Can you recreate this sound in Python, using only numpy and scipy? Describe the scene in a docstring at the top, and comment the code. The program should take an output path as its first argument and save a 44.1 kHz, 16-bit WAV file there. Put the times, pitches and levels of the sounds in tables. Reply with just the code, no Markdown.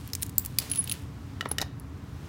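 """Small metal ticks, sharp snaps and a high ping, then the clicks and wooden knocks of a door lock.
A dog's chain collar is pulled up by its leash: links tick, snap taut, slide and strike a steel ring.
A hand then turns a deadbolt, whose brass parts ring while the bolt knocks in the wooden door.
All is close by, in a small carpeted hall with a low ventilation rumble."""
import sys
import numpy as np
from scipy import signal
from scipy.fft import rfft, irfft
from scipy.io import wavfile
from scipy.ndimage import uniform_filter1d

SR = 44100
rng = np.random.default_rng(int(sys.argv[2]) if len(sys.argv) > 2 else 0)


def to_wav(s):
    """Save 16-bit WAV."""
    ch = np.atleast_2d(s).T  # columns
    pcm = np.round(np.clip(ch, -1, 1) * 32767)  # PCM
    wavfile.write(sys.argv[1], SR, pcm.astype(np.int16))


N = 100680
TIME = np.arange(N) / SR
BLOW_TIME = np.arange(8192) / SR


def amp(db):
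    """Turns decibels into a gain."""
    return 10 ** (np.asarray(db) / 20)


def fade(t, ring_s):
    """A dying vibration: it falls by 60 dB in one ring time."""
    return np.exp(-np.log(1000) * t / ring_s)


def unit_rms(x):
    """Scales a sound to an average (rms) strength of one."""
    return x / np.sqrt(np.mean(x ** 2) + 1e-20)


def look_up(points, hz):
    """Reads between the rows of a table, on a log-frequency axis."""
    f, value = np.transpose(points)
    return np.interp(np.log(hz + 1), np.log(f + 1), value)


def level(points):
    """Gain over time from rows of t/s, level/dB."""
    return amp(np.interp(TIME, *np.transpose(points)))


def add(mix, start_s, sound):
    """Mixes a sound in at its start time."""
    part = mix[max(round(start_s * SR), 0):][:len(sound)]
    part += sound[:len(part)]


def coloured(x, spectrum):
    """Gives noise a tone colour, at an rms of one."""
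    gain = amp(look_up(spectrum, np.fft.rfftfreq(len(x), 1 / SR)))
    return unit_rms(irfft(rfft(x) * gain, len(x)))


def resonance(centre_hz, height_db, octaves, tilt=0, pivot_hz=3000):
    """A bump in the tone colour, on a slope of tilt dB per octave."""
    def gain_db(hz):
        bump = height_db * np.exp(-.5 * (np.log2(hz / centre_hz) / octaves) ** 2)
        return bump + tilt * np.log2(np.maximum(hz / pivot_hz, 1 / 8))
    return gain_db


def resonate(x, spectrum):
    """Filters a burst so that its resonances ring after it, never before."""
    log_gain = np.log(amp(look_up(spectrum, abs(np.fft.fftfreq(len(x), 1 / SR)))))
    response = np.exp(np.conj(signal.hilbert(log_gain)))
    return np.fft.ifft(np.fft.fft(x) * response).real


def strike(modes, contact, contact_db, ring_s, emphasis=lambda hz: 0, body_db=0):
    """One blow: a sharp click, dying chatter and the object's own tones (its modes)."""
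    t = BLOW_TIME
    bands = np.geomspace(100, 17000, 240)
    # the chatter is up to body_db louder near each mode
    bumps = [resonance(hz, body_db, octaves=.06)(bands) for hz, _, _ in modes]
    body = np.max([0 * bands] + bumps, axis=0)
    colour = np.column_stack([bands, look_up(contact, bands) + body + emphasis(bands)])
    click = amp(1) * np.exp(-t / .0005)
    envelope = (click + fade(t, ring_s)) * np.minimum(t / .0004, 1)
    chatter = resonate(envelope * rng.standard_normal(len(t)), colour)
    chatter *= amp(contact_db) * np.linalg.norm(envelope) / np.linalg.norm(chatter)
    tones = sum((-1) ** k * amp(db + emphasis(hz)) * fade(t, ring_s * life) * np.sin(2 * np.pi * hz * t)
                for k, (hz, db, life) in enumerate(modes))
    return chatter + tones


def background():
    """The ventilation rumbles and hums under the faint hiss of the hall."""
    # colour of the rumble and of the hiss: f/Hz, level/dB
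    rumble_colour = [(40, -28), (58, -5), (80, 0.5), (130, -0.5), (180, -7.5), (290, -14.5), (380, -20.5),
                     (600, -29), (1100, -26), (2000, -36), (6000, -71.5)]
    hiss_colour = [(200, 9.5), (1500, 4.5), (3000, 1.5), (6000, -3), (10000, -9.5), (15500, -12)]
    # narrow bands of noise that make a wavering hum: f/Hz, width/Hz, level/dB
    hum_bands = [(81.5, 18.6, -49.5), (277.2, 27, -53.5), (444.6, 19, -66.5)]
    # loudness of the hiss: t/s, level/dB
    hiss_levels = [(0, -67), (1.1, -57), (1.32, -55.5), (1.72, -60.5), (2.05, -57.5), (2.28, -53)]
    hz = np.fft.rfftfreq(N, 1 / SR)
    hum = np.zeros(N)
    for centre_hz, width_hz, db in hum_bands:
        peak = 1 / (1 + (2 * (hz - centre_hz) / width_hz) ** 2)
        hum += amp(db) * unit_rms(irfft(rfft(rng.standard_normal(N)) * peak, N))
    rumble = amp(-40.5) * coloured(rng.standard_normal(N), rumble_colour)
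    hiss = level(hiss_levels) * coloured(rng.standard_normal(N), hiss_colour)
    return rumble + hum + hiss


def hall(x, wet_db):
    """Adds the hall's short wash of echoes, in which the treble dies first."""
    # how long the hall rings: f/Hz, ring time/s
    ring_times = [(200, 0.45), (2000, 0.48), (7000, 0.19), (15000, 0.21)]
    hz, t, noise = signal.stft(rng.standard_normal(SR // 2), SR, nperseg=256)
    tail = signal.istft(noise * fade(t, look_up(ring_times, hz)[:, None]), SR, nperseg=256)[1]
    tail *= np.minimum(np.arange(len(tail)) / SR / .001, 1)  # builds up in 1 ms
    return x + amp(wet_db) * signal.fftconvolve(x, tail / np.linalg.norm(tail))[:N]


def first_echoes(x):
    """Adds the sound that bounces straight back from hand, door and walls."""
    # echoes: delay/s, level/dB
    echoes = [(.0017, -18), (0.0113, -22), (0.0142, -17.5)]
    out = x.copy()
    for delay_s, db in echoes:
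        add(out, delay_s, amp(db) * x)
    return out


def sliding():
    """Chain and leash slide over fur and hand: many tiny contacts and a smooth rub."""
    # loudness of the slide: t/s, level/dB
    slide_levels = [(0, -53), (.12, -55.5), (.27, -55), (.33, -60), (.44, -53.5), (.53, -56), (.58, -56),
                    (.62, -40), (.68, -46), (.76, -48.5), (.83, -50.5), (.94, -46), (1.04, -59.5),
                    (1.15, -90)]
    # its colour: f/Hz, level/dB
    slide_colour = [(150, 8), (450, 3.5), (1500, 3.5), (3000, 5), (6000, 1), (9000, -0.5), (12000, -3),
                    (15000, -6.5)]
    contacts_per_s, spread_db = 1400, 4
    sizes = amp(spread_db * np.minimum(rng.exponential(1, N), 5)) * rng.choice([-1, 1], N)
    contacts = unit_rms(sizes * (rng.random(N) < contacts_per_s / SR))
    rub = rng.standard_normal(N)
    return level(slide_levels) * coloured(contacts + rub, slide_colour)


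def links():
    """Slack links tick against each other, dulled by hand and fur, each with its own colour."""
    # link hits link: t/s, level/dB, resonance/Hz, ring time/s
    ticks = [(0.0757, -34, 13200, 0.013), (0.1333, -23, 5400, 0.018), (0.1512, -22.5, 7360, 0.017),
             (0.2174, -33, 13500, 0.0082), (0.2233, -23.5, 11000, 0.031), (0.2299, -20, 7900, 0.017),
             (0.2643, -34.5, 10200, 0.012), (0.2943, -37.5, 10300, 0.018), (0.4492, -31.5, 10700, 0.023),
             (0.46, -23.5, 10800, 0.017), (0.636, -45, 2400, 0.011), (0.698, -37, 5400, 0.021),
             (0.7148, -27.5, 2690, 0.026), (0.7359, -30.5, 2780, 0.015), (0.75, -37, 3010, .03),
             (0.7575, -31, 2840, 0.03), (0.775, -33.5, 3200, 0.02), (0.8407, -32, 10900, 0.011),
             (0.875, -31, 2600, 0.032), (0.8961, -27, 3320, 0.017), (.9144, -23, 3220, 0.014),
             (0.92, -26, 3280, 0.016), (0.9224, -25.5, 12500, 0.023), (1.4892, -42, 12000, .015),
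             (1.514, -27.5, 14600, 0.01), (1.798, -42, 11300, 0.0091)]
    # colour of their contact noise: f/Hz, level/dB
    contact = [(300, -34), (1200, -12.5), (2300, -6.5), (4500, -2), (7000, -4), (12500, -3.5), (15200, 0.5),
               (16300, -1)]
    out = np.zeros(N)
    for start_s, db, centre_hz, ring_s in ticks:
        emphasis = resonance(centre_hz, height_db=9, octaves=.37)
        add(out, start_s, strike([], contact, db, ring_s, emphasis))
    return out


def fluttering(hz, flutter_hz):
    """A tone of the steel ring, whose pitch trembles as it swings against the chain."""
    wobble = unit_rms(uniform_filter1d(rng.standard_normal(N), round(.004 * SR)))
    return np.sin(2 * np.pi * np.cumsum(hz + flutter_hz * wobble) / SR)


def steel_ring():
    """A hanging ring sings on two close tones; each blow feeds them, and a leaning link chokes them."""
    # blows on the ring: t/s, level/dB, ring time/s, upper tone against lower/dB
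    pings = [(.5865, -23.5, 0.036, 4), (0.698, -36.5, 0.12, 2), (0.7149, -22, 0.093, 2.5),
             (.748, -39, 0.12, 1), (0.7576, -33.5, 0.09, 8), (0.772, -33, 0.1, 6), (.778, -34, 0.11, -3),
             (0.786, -22, .07, -5), (0.79, -19.5, 0.08, -7), (0.842, -29.5, 0.022, 9.5),
             (0.8959, -24, 0.032, 0), (0.914, -24, 0.029, 3), (0.921, -24, 0.035, 4),
             (1.488, -36.5, 0.051, 3), (1.515, -12, 0.015, -25), (1.799, -40, 0.015, 8)]
    choke_times_s, choke_ring_s = [.741, .68], .042
    lower, upper, t = np.zeros(N), np.zeros(N), BLOW_TIME
    for start_s, db, ring_s, upper_db in pings:
        choked_s = sum(np.maximum(start_s + t - at, 0) for at in choke_times_s if at > start_s)
        blow = amp(db) * np.minimum(t / .0008, 1) * fade(choked_s, choke_ring_s)
        add(lower, start_s, blow * fade(t, ring_s))
        add(upper, start_s, blow * amp(upper_db) * fade(t, .36 * ring_s))
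    return lower * fluttering(10290, flutter_hz=25) + upper * fluttering(10700, flutter_hz=45)


def snaps():
    """The chain runs to its end and rings briefly while pulled tight."""
    # tugs: t/s, level/dB, brightness/(dB per octave), ring time/s, resonance/Hz
    tugs = [(0.3817, -7, 5, 0.015, 7800), (0.5861, -8.5, -2, 0.017, 4600)]
    # tones of the tight chain: f/Hz, level/dB, ring time as a multiple of the tug's
    modes = [(4580, -20, .8), (4860, -19, .8), (7680, -15, 1.3), (13100, -19, .8), (13700, -22, .8),
             (14620, -15, .7), (15200, -14.5, .7)]
    # colour of its contact noise: f/Hz, level/dB
    contact = [(300, -22), (1400, -21), (2300, -9), (3500, -8.5), (5400, -6), (12000, -4), (15200, 5),
               (16300, -9)]
    out = np.zeros(N)
    for start_s, db, tilt, ring_s, centre_hz in tugs:
        emphasis = resonance(centre_hz, height_db=6, octaves=.13, tilt=tilt, pivot_hz=9150)
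        snap = strike(modes, contact, contact_db=-4.5, ring_s=ring_s, emphasis=emphasis)
        add(out, start_s, amp(db) * snap)
    return out


def deadbolt():
    """The brass lock rings as it springs free, and clacks dully when the bolt presses on the door."""
    # moves of the bolt: t/s, metal level/dB, resonance/Hz, brightness/(dB per octave),
    # ring time/s, gain of the brass tones/dB, knock level/dB
    moves = [(1.409, -20, 3350, -4, 0.027, 4.5, -38.5), (1.426, -44, 3000, -5, 0.016, -8, -34),
             (1.4548, -32.5, 2980, -2.5, 0.011, -14, -51), (1.4575, -30, 1500, -14, 0.0091, -14, -19.5),
             (1.47, -39, 2500, -8, 0.023, -18, -47), (1.513, -27.5, 2950, 5, 0.046, -11, -25.5),
             (1.5838, -12.5, 3500, -0.5, 0.019, 3, -37), (1.598, -26.5, 5300, -8, 0.034, -23, -37),
             (1.606, -30, 5340, -1, 0.023, -12, -35), (1.615, -16, 4960, 1, 0.036, -26, -23),
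             (1.6238, -26, 5200, -6, 0.043, -16, -25.5)]
    # tones of the lock and of the wooden door: f/Hz, level/dB, ring time as a multiple of the blow's
    lock_modes = [(1310, -19, 1.1), (1886, -10.5, .8), (2950, -12, .85), (3780, -11, .7)]
    door_modes = [(275, -17, 3), (445, -14, 0.8), (790, -8.5, 0.5), (1020, -9, 0.3)]
    # colour of their contact noise: f/Hz, level/dB
    lock_contact = [(300, -6.5), (1000, -6.5), (1900, 1.5), (3200, -6), (5400, 3.5), (7000, -0.5),
                    (15500, -7)]
    door_contact = [(100, -4), (320, 7), (900, 7.5), (1600, 1.5), (4000, -12), (16000, -44)]
    out = np.zeros(N)
    for start_s, metal_db, centre_hz, tilt, ring_s, brass_db, knock_db in moves:
        emphasis = resonance(centre_hz, height_db=6.5, octaves=.37, tilt=tilt)
        brass = [(hz, db + brass_db, life) for hz, db, life in lock_modes]
        click = strike(brass, lock_contact, contact_db=-6.5, ring_s=ring_s, emphasis=emphasis, body_db=9)
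        knock = strike(door_modes, door_contact, contact_db=-5.5, ring_s=.031)
        add(out, start_s, amp(metal_db) * click + amp(knock_db) * knock)
    return out


def scene():
    """The collar, then the lock, over the background of the hall, in one channel."""
    collar = hall(links(), wet_db=-19.5)
    collar += hall(first_echoes(snaps()), wet_db=-16.5)
    collar += hall(steel_ring(), wet_db=-23)
    collar += sliding()
    lock = hall(deadbolt(), wet_db=-16.5)
    return (collar + lock + background())[None]


def record(dry):
    """Cuts the very highest treble, above 16200 Hz."""
    low_pass = signal.firwin(255, 16200, window=("kaiser", 8), fs=SR)
    return signal.oaconvolve(dry, low_pass[None], "same")


dry = scene()
out = record(dry)
to_wav(out)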